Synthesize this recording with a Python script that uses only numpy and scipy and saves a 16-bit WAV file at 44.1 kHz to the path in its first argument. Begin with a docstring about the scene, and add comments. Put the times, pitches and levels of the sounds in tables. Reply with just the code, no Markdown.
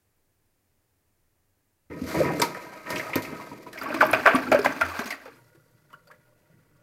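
"""A small tiled bathroom, heard from above the bowl as the toilet is flushed.
Jets of water rush from the rim and surge. Then the siphon (the suction that empties the bowl)
breaks in a row of loud gulps of air. The trap (the bend that holds water) refills quietly and
two late bubbles pop. Moving water is noise coloured by the air spaces around it; trapped air
rings as short tones, and the tiles add a brief echo."""
import sys
import numpy as np
from scipy import signal
from scipy.io import wavfile
from scipy.ndimage import uniform_filter1d

SR = 44100
rng = np.random.default_rng(int(sys.argv[2]) if len(sys.argv) > 2 else 0)


def store_wav(level_fs):
    """Save 16-bit WAV to argv[1]."""
    pcm = np.round(np.clip(np.atleast_2d(level_fs), -1, 1) * 32767)
    wavfile.write(sys.argv[1], SR, pcm.T.astype(np.int16))


N = 300781
TIME = np.arange(N) / SR


def gain_of(db):
    return 10 ** (np.asarray(db) / 20)


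def unit_rms(x):
    return x / np.sqrt(np.mean(x ** 2) + 1e-20)


def add(mix, at, sound):
    part = mix[round(at * SR):][:len(sound)]
    part += sound[:len(part)]


def swell_and_fade(rise, t60):
    """A level that climbs for `rise` seconds, then falls 60 dB in `t60` seconds."""
    t = np.arange(0, rise + t60, 1 / SR)
    return np.minimum(t / rise, 1) * gain_of(-60 * np.maximum(t - rise, 0) / t60)


def colour(x, tone, resonances):
    """Filters x by a broad tone curve plus narrow peaks; their dB set the shape, not the loudness."""
    size = 16384
    hz = abs(np.fft.fftfreq(size, 1 / SR)) + 1
    f, db = np.transpose(tone)
    octaves_outside = np.log2(np.maximum(f[0] / hz, 1)) + np.log2(np.maximum(hz / f[-1], 1))
    level = np.interp(np.log(hz), np.log(f), db) - 40 * octaves_outside
    for peak_hz, width, lift_db in resonances:
        level += lift_db / (1 + (2 * (hz - peak_hz) / width) ** 2)
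    log_gain = np.log(gain_of(np.maximum(level - level.max(), -100)))
    response = np.exp(np.conj(signal.hilbert(log_gain)))  # rings after a hit, never before
    taps = np.fft.ifft(response).real[:size // 2]
    return signal.oaconvolve(x, taps / np.linalg.norm(taps))[:N]


def flicker(depth_db, span_s):
    """The uneven level wobble of moving water."""
    span = int(span_s * SR)
    wobble = uniform_filter1d(uniform_filter1d(rng.standard_normal(N), span), span)
    return gain_of(depth_db * unit_rms(wobble))


def churn(per_s, spread_db, drop_share):
    """The noise of swirling water, mixed with separate drop hits of uneven size."""
    noise, chance, size = rng.standard_normal(N), rng.random(N), rng.exponential(1, N)
    drops = np.sign(noise) * gain_of(spread_db * np.minimum(size, 4)) * (chance < per_s / SR)
    return np.sqrt(1 - drop_share) * noise + np.sqrt(drop_share) * unit_rms(drops)


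def gurgle(per_s, low_hz, high_hz, cycles, climb):
    """A crowd of little bubbles, each a short rising tone; smaller ones sound higher."""
    out = np.zeros(N)
    slot = np.floor(20 * rng.random(N) * SR / per_s)  # slots 0-19 start a bubble, one pitch each
    strength = gain_of(3.5 * np.minimum(rng.exponential(1, N), 3))
    for k, hz in enumerate(np.geomspace(low_hz, high_hz, 20)):
        turns = np.arange(0, 2 * cycles, hz / SR)
        shape = np.exp(-2.5 * turns / cycles) * (1 - np.exp(-turns))
        tone = shape * np.sin(2 * np.pi * turns * (1 + climb * turns))
        out += signal.oaconvolve(strength * (slot == k), tone / np.linalg.norm(tone))[:N]
    return unit_rms(out)


def shaken_tone(at, pitch, swirl, rough, spread):
    """A tone that is part clean, part swirl noise in a band about `spread` times its pitch wide."""
    turn = np.exp(2j * np.pi * np.cumsum(pitch) / SR)
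    pole = np.exp(-np.pi * spread * np.mean(pitch) / SR)
    fuzz = swirl[round(at * SR):][:len(pitch)]
    for _ in range(2):  # shift the pitch down to zero, smooth, shift back
        fuzz = (turn * signal.lfilter([1 - pole], [1, -pole], fuzz / turn)).real
    return (1 - rough) * turn.imag + rough * unit_rms(fuzz)


# Tone curve of the quiet background: f/Hz, level/dB
HUSH_TONE = [(12, -33), (20, 11), (32, -34), (86, -3.5), (142, -15.5), (328, -15), (780, -22), (1440, -26),
             (1710, -23.5), (1960, -25), (3340, -32), (9140, -29.5), (16000, -28.5)]

def hush():
    """The faint, steady noise of room and microphone."""
    return gain_of(-71) * colour(rng.standard_normal(N), HUSH_TONE, [(110, 42, 3.3)])


# Deep thuds in the drain: t/s, level/dB, f/Hz, time to fade 60 dB/s
THUDS = [(1.895, -44, 85, .3), (2.019, -34.5, 83.4, 0.23), (3.148, -32, 100.4, 0.25),
         (3.269, -47, 80, 0.28), (4.118, -36, 114, 0.24), (4.822, -38, 85.2, 0.52)]

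def thuds():
    """The column of water in the drain swells into a low ring."""
    out = np.zeros(N)
    for at, db, hz, t60 in THUDS:
        shape = swell_and_fade(.015, t60)
        add(out, at, gain_of(db) * shape * np.sin(2 * np.pi * hz * TIME[:len(shape)]))
    return out


# Steady churning under the bursts: t/s, rush level/dB, slosh level/dB, spray level/dB
FLOW = [(1.9, -50, -42, -67.5), (2.03, -55.5, -39, -56), (2.09, -40.5, -43.5, -43),
        (2.2, -38.5, -24.5, -45), (2.3, -37.5, -29, -52.5), (2.4, -43, -37.5, -45.5),
        (2.55, -49, -46, -56.5), (2.84, -50, -56, -59.5), (2.93, -39, -35, -49), (3.1, -43, -50.5, -51),
        (3.3, -46.5, -43, -54.5), (3.7, -61, -53, -64), (3.86, -43.5, -45.5, -58), (4.0, -41, -34, -50.5),
        (4.2, -37.5, -37, -48.5), (4.5, -43, -38, -53.5), (4.8, -42, -44.5, -51), (5.0, -41, -49, -50.5),
        (5.15, -55, -55, -63.5), (5.35, -65, -62.5, -70), (5.6, -73, -65, -76.5),
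        (6.82, -72.5, -67.5, -81.5)]

def flow_power(opening_s=.013):
    """The water starts suddenly, surges and dies down: power curves for rush, slosh and spray."""
    times, *levels = np.transpose(FLOW)
    running = np.clip((TIME - times[0]) / opening_s, 0, 1)
    return np.array([(running * gain_of(np.interp(TIME, times, db))) ** 2 for db in levels])


# Bursts of water and air: t/s, rush level/dB, slosh level/dB, spray level/dB,
# time for the rush to fade 60 dB/s, air pocket f/Hz, air pocket level/dB
BURSTS = [(1.9, -55.5, -39, -70, .6, 347, -42), (2.016, -53, -30.5, -50.5, .1, 255, -22.5),
          (2.085, -59, -60, -53, .3, 1437, -28.5), (2.148, -33.5, -46, -40.5, .6, 547, -26),
          (2.202, -40, -48, -44, .074, 553, -13.5), (2.212, -45, -52, -66, .074, 557, -10.5),
          (2.301, -75, -50.5, -56, .1, 793, -23.5), (2.397, -30, -48, -41.5, .09, 431, -18),
          (2.418, -27, -27.5, -23, .2, 949, -15), (2.545, -40, -62, -49, .3, 1850, -33),
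          (2.861, -42.5, -60, -70, .48, 2330, -40), (2.903, -36, -60, -37, .24, 251, -29.5),
          (2.958, -57, -56, -40, .6, 2500, -24.5), (2.995, -54, -65, -59.5, .084, 2050, -24.5),
          (3.131, -45, -60, -68, .18, 2270, -28), (3.156, -28, -29, -32, .15, 265, -20.5),
          (3.222, -60, -60, -40, 0.26, 244, -40), (3.247, -60, -65, -63, .2, 2240, -37),
          (3.325, -40.5, -42, -74, .2, 228, -32), (3.397, -49, -65, -71, .23, 1120, -34),
          (3.514, -48, -38.5, -60, .29, 963, -34.5), (3.664, -51, -49, -57, .19, 992, -33.5),
          (3.73, -56, -67, -45.5, .083, 1740, -35.5), (3.774, -62, -65, -52.5, .4, 2110, -31),
          (3.813, -38.5, -42.5, -49.5, .5, 1380, -28.5), (3.858, -44, -49.5, -62, .25, 1140, -20.5),
          (3.902, -40, -39.5, -66, .18, 602, -24.5), (3.942, -32, -35, -42, .18, 321, -23),
          (4.006, -23, -45.5, -35.5, 0.23, 1554, -13), (4.027, -27, -51, -59, .06, 625, -11.5),
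          (4.091, -36, -54.5, -62.5, .11, 285, -24.5), (4.131, -14.5, -48, -30, .11, 644, -12.5),
          (4.256, -20.5, -53.5, -55, .24, 601, -13.5), (4.266, -20.5, -40.5, -40.5, .28, 1466, -9.5),
          (4.274, -26, -55, -52, 0.14, 665, -9), (4.344, -30.5, -31, -53, .23, 256.7, -11.5),
          (4.355, -26, -54, -36, .17, 275, -20), (4.408, -51, -48, -65.5, .18, 263, -34.5),
          (4.517, -18.5, -21.5, -33.5, .18, 637, -8.5), (4.545, -41, -58, -41.5, .082, 585, -5.5),
          (4.59, -37.5, -57.5, -38.5, .075, 414, -15.5), (4.646, -30, -34, -36, .16, 1030, -19),
          (4.657, -24, -25.5, -37.5, .17, 589, -18), (4.811, -19.5, -57.5, -33, 0.11, 1424, -10.5),
          (4.914, -57, -65, -62, .15, 1170, -30.5), (4.991, -27.5, -53, -36.5, .13, 236, -25.5),
          (5.058, -40, -62, -43.5, .45, 224, -34.5), (5.105, -41, -67, -35.5, .14, 2260, -29.5),
          (5.124, -55, -73, -58, .2, 1960, -29.5), (5.19, -71, -75, -82, .18, 2300, -48),
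          (5.256, -46.5, -65, -55.5, .2, 523, -36), (5.278, -45.5, -62, -70, .084, 457, -40),
          (5.548, -61.5, -66, -66, .15, 340, -51.5), (5.902, -63, -69, -80, .2, 1242, -56),
          (5.929, -59.5, -59, -64, .15, 1140, -38), (6.072, -60, -77, -64.5, .13, 660, -69),
          (6.112, -57, -80, -66, .14, 1685, -41.5), (6.498, -74, -76, -85, .15, 608, -59)]
RISE_S = .0032

def burst_power():
    """Power curves of the bursts: heavy slosh moves slower than the rush, fine spray faster."""
    power = np.zeros((3, N))
    for at, *levels, t60, _, _ in BURSTS:
        for layer, db, stretch in zip(power, levels, (1, 1.3, .6)):
            shape = swell_and_fade(stretch * RISE_S, stretch * t60)
            add(layer, at - RISE_S / 2, (gain_of(db) * shape) ** 2)
    return power


def air_pockets(swirl):
    """Each burst traps a pocket of air that rings while its pitch creeps up."""
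    out = np.zeros(N)
    for at, *_, hz, db in BURSTS:
        shape = swell_and_fade(RISE_S, t60=18 / hz + .067)
        small = min(hz / 2200, 1)  # small pockets climb faster and break into froth
        pitch = hz * (1 + .085 * small * np.linspace(-.5, 1.5, len(shape)))
        tone = shaken_tone(at, pitch, swirl, rough=.1 + .75 * small ** 2, spread=.08 + .2 * small ** 2)
        add(out, at, gain_of(db) * shape * tone)
    return out


def stage_fades(siphon_s=3.72, refill_s=5.3, fade_s=.1):
    """Volume curves that blend the three stages of the flush: jets, siphon, refill."""
    caught, filling = (np.clip((TIME - at) / fade_s, 0, 1) for at in (siphon_s, refill_s))
    return np.sqrt([1 - caught, caught * (1 - filling), filling])


# Tone curves of the rush in each stage: f/Hz, level/dB
JETS_TONE = [(240, -38.5), (400, -2.5), (542, 2), (850, -2), (967, -0.5), (1070, 0.5), (1870, -5.5),
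             (3600, -22), (4680, -46), (7920, -120)]
SIPHON_TONE = [(240, -23), (400, -4.5), (490, -14.5), (622, -10.5), (932, -5.5), (1600, -4), (1980, -8),
               (3600, -20.5), (4680, -56.5), (7920, -120)]
REFILL_TONE = [(240, -8), (400, -0.5), (599, 0), (747, -10), (1190, -7.5), (1440, -1.5), (1680, -5.5),
               (3600, -14.5), (4680, -55), (7920, -120)]
# Pitches at which the air rings in the rim channel, open trap and filling trap: f/Hz, width/Hz, lift/dB
RIM_AIR = [(637, 51, 9.5), (976, 27, 15.5), (1268, 45, 13), (1580, 17, 11), (1851, 32, 11),
           (2088, 24, 11.5), (2360, 720, 13)]
OPEN_TRAP_AIR = [(626, 150, 9.5), (837, 40, 3.1), (1150, 83, 5), (1347, 15, 7.8), (1580, 140, 6.6),
                 (2415, 550, 7.3)]
FILLING_TRAP_AIR = [(507, 16, 10), (602, 13.6, 15), (940, 35.4, 13.6), (1140, 21, 9.2), (1431, 45.5, 11.8),
                    (1973, 105, 9.5)]

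def rush(stage_levels):
    """Fast, bubbly water sounds through a different air space in each stage."""
    water = churn(per_s=1500, spread_db=3, drop_share=.2)
    water += gain_of(-8) * gurgle(per_s=500, low_hz=400, high_hz=2600, cycles=9, climb=.006)
    spaces = (JETS_TONE, RIM_AIR), (SIPHON_TONE, OPEN_TRAP_AIR), (REFILL_TONE, FILLING_TRAP_AIR)
    return sum(colour(level * water, tone, air) for level, (tone, air) in zip(stage_levels, spaces))


# Tone curves of the slosh, one per stage: f/Hz, level/dB
SLOSH_TONES = [
    [(12, -59.5), (20, -27.5), (32, -48), (70, -11), (157, -3.5), (306, 2), (436, 1.5), (520, -0.5),
     (680, -32), (1140, -120)],
    [(12, -66), (20, -35.5), (43, -35.5), (76, -9.5), (182, -11.5), (252, 6.5), (380, -3.5), (520, -4.5),
     (680, -35), (1140, -120)],
    [(12, -47), (20, -22), (49, -32), (66, -18), (113, 2.5), (168, -1.5), (214, -6.5), (520, -12.5),
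     (680, -61), (1140, -120)],
]

def slosh(stage_levels):
    """Heavy water rocks in the trap with a low rumble."""
    water = flicker(depth_db=2.3, span_s=.042) * churn(per_s=150, spread_db=1.4, drop_share=.15)
    peaks = [(80, 4.7, 3.5), (120, 12, 5.8), (153, 34, 6.9), (285, 76, 1.5), (320, 57, 3.7)]
    return sum(colour(level * water, tone, peaks) for level, tone in zip(stage_levels, SLOSH_TONES))


# Tone curves of the spray, one per stage: f/Hz, level/dB
SPRAY_TONES = [
    [(1880, -3), (3200, -7), (5060, -5.5), (5710, -6.5), (6800, -8.5), (8670, -12.5), (13500, -14),
     (16000, -29)],
    [(1880, -5.5), (3200, -0.5), (3690, -2.5), (4890, 0), (7130, -7), (11000, -10.5), (13300, -9.5),
     (16000, -17.5)],
    [(1880, -35.5), (3200, -11), (3740, -8), (4670, -5.5), (13100, -8), (16000, -21)],
]

def spray(stage_levels, wobble, droplets_db=(-17.5, -7, -11)):
    """Fine spray hisses, with tiny ringing droplets mixed in by a different amount in each stage."""
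    droplets = gurgle(per_s=220, low_hz=3500, high_hz=14000, cycles=30, climb=.001)
    hiss = wobble * flicker(depth_db=1.5, span_s=.003)
    hiss *= churn(per_s=1500, spread_db=3.5, drop_share=.15)
    peaks = [(4093, 150, 5.1), (4670, 300, 4.5), (13280, 2700, 5.2)]
    return sum(colour(level * (hiss + gain_of(db) * droplets), tone, peaks)
               for level, tone, db in zip(stage_levels, SPRAY_TONES, droplets_db))


# Droplets that ping on their own: t/s, level/dB, f/Hz
PINGS = [(2.399, -25.5, 7850), (2.417, -18.5, 5220), (2.981, -30, 5640), (3.156, -23, 13500),
         (3.786, -40.5, 5200), (3.789, -42, 13100), (3.833, -38.5, 13300), (4.052, -42, 13600),
         (4.065, -33.5, 12900), (4.111, -27.5, 11200), (4.35, -29, 9600), (4.723, -40, 6170),
         (4.991, -35, 6020), (5.041, -37, 5200), (5.072, -41, 4000), (5.076, -35, 6300),
         (4.616, -36.5, 5000)]

def pings(swirl, glaze_hz=4900):
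    """Short, high pings: lone droplets, plus one that each burst flings at the bowl's glaze."""
    out = np.zeros(N)
    flung = [(at, spray_db - 6.5, glaze_hz * rng.uniform(.95, 1.07)) for at, _, _, spray_db, *_ in BURSTS]
    shape = swell_and_fade(.001, t60=.025)
    for at, db, hz in PINGS + flung:
        tone = shaken_tone(at, np.full(len(shape), hz), swirl, rough=.8, spread=.18)
        add(out, at, gain_of(db) * shape * tone)
    return out


# Single bubbles: t/s, level/dB, first f/Hz, last f/Hz, length/s
BUBBLES = [(2.434, -26, 971, 935, 0.023), (3.136, -28.5, 2080, 3540, 0.017), (4.005, -13, 1773, 590, 0.043),
           (4.144, -29, 727, 649, 0.054), (4.269, -19, 1229, 1337, 0.045),
           (4.345, -22.5, 1150, 1146, 0.023), (4.462, -31, 1328, 1340, 0.024),
           (5.926, -43, 1074, 1665, 0.03), (5.927, -54.5, 3040, 2860, 0.022),
           (6.072, -52, 4750, 4570, 0.019), (6.099, -43.5, 861, 1940, 0.021)]

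def bubbles(swirl):
    """A bubble's pitch slides as it grows or reaches the surface, and the tone stops as it pops."""
    out = np.zeros(N)
    for at, db, first_hz, last_hz, length in BUBBLES:
        pitch = np.geomspace(first_hz, last_hz, int(length * SR))
        spread = .06 + .2 * abs(np.log(last_hz / first_hz))  # a big slide sounds rougher
        tone = shaken_tone(at, pitch, swirl, rough=.45, spread=spread)
        add(out, at, gain_of(db) * signal.windows.tukey(len(pitch), .6) * tone)
    return out


# Sharp snaps during the gulps: t/s, level/dB, f/Hz
SNAPS = [(4.133, -12, 2130), (4.263, 1.5, 1600), (4.36, -17.5, 2996)]

def snaps():
    """A film of water tears with a click only a wave or two long."""
    out = np.zeros(N)
    for at, db, hz in SNAPS:
        turns = np.arange(-1, 2, hz / SR)
        add(out, at - 1 / hz, gain_of(db) * np.exp(-turns ** 2) * np.sin(2 * np.pi * turns))
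    return out


def tile_echo(x, low_t60=.35, high_t60=.3):
    """Sound bounces off the tiles as many small echoes; the treble dies sooner."""
    taps = np.zeros(SR // 2)
    slots = np.arange(200, len(taps) - 20, 20)
    taps[slots + rng.integers(0, 20, len(slots))] = rng.choice([-1., 1.], len(slots))
    hz, t, spectrum = signal.stft(taps, SR, nperseg=256)
    t60 = np.interp(hz, [500, 6000], [low_t60, high_t60])[:, None]
    tail = signal.istft(spectrum * gain_of(-60 * t / t60), SR, nperseg=256)[1]
    return signal.fftconvolve(x, tail / np.linalg.norm(tail))[:N]


def scene():
    """The flush, its echo and the background hush, in one channel."""
    rush_level, slosh_level, spray_level = np.sqrt(flow_power() + burst_power())
    stages = stage_fades()
    wobble = flicker(depth_db=1.5, span_s=.012)  # rush and spray waver together
    flush = thuds() + rush(stages * rush_level * wobble)
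    flush += slosh(stages * slosh_level) + spray(stages * spray_level, wobble)
    swirl = rng.standard_normal(N)  # the same swirling water shakes pockets, pings and bubbles
    flush += air_pockets(swirl) + pings(swirl) + bubbles(swirl) + snaps()
    return (hush() + flush + gain_of(-14) * tile_echo(flush))[None]


def record(dry):
    """Clips any peak above full scale, then cuts the very highest treble."""
    lowpass = signal.firwin(511, 16050, window=("kaiser", 9), fs=SR)
    return signal.oaconvolve(np.clip(dry, -1, 1), lowpass[None], "same")


dry = scene()
out = record(dry)
store_wav(out)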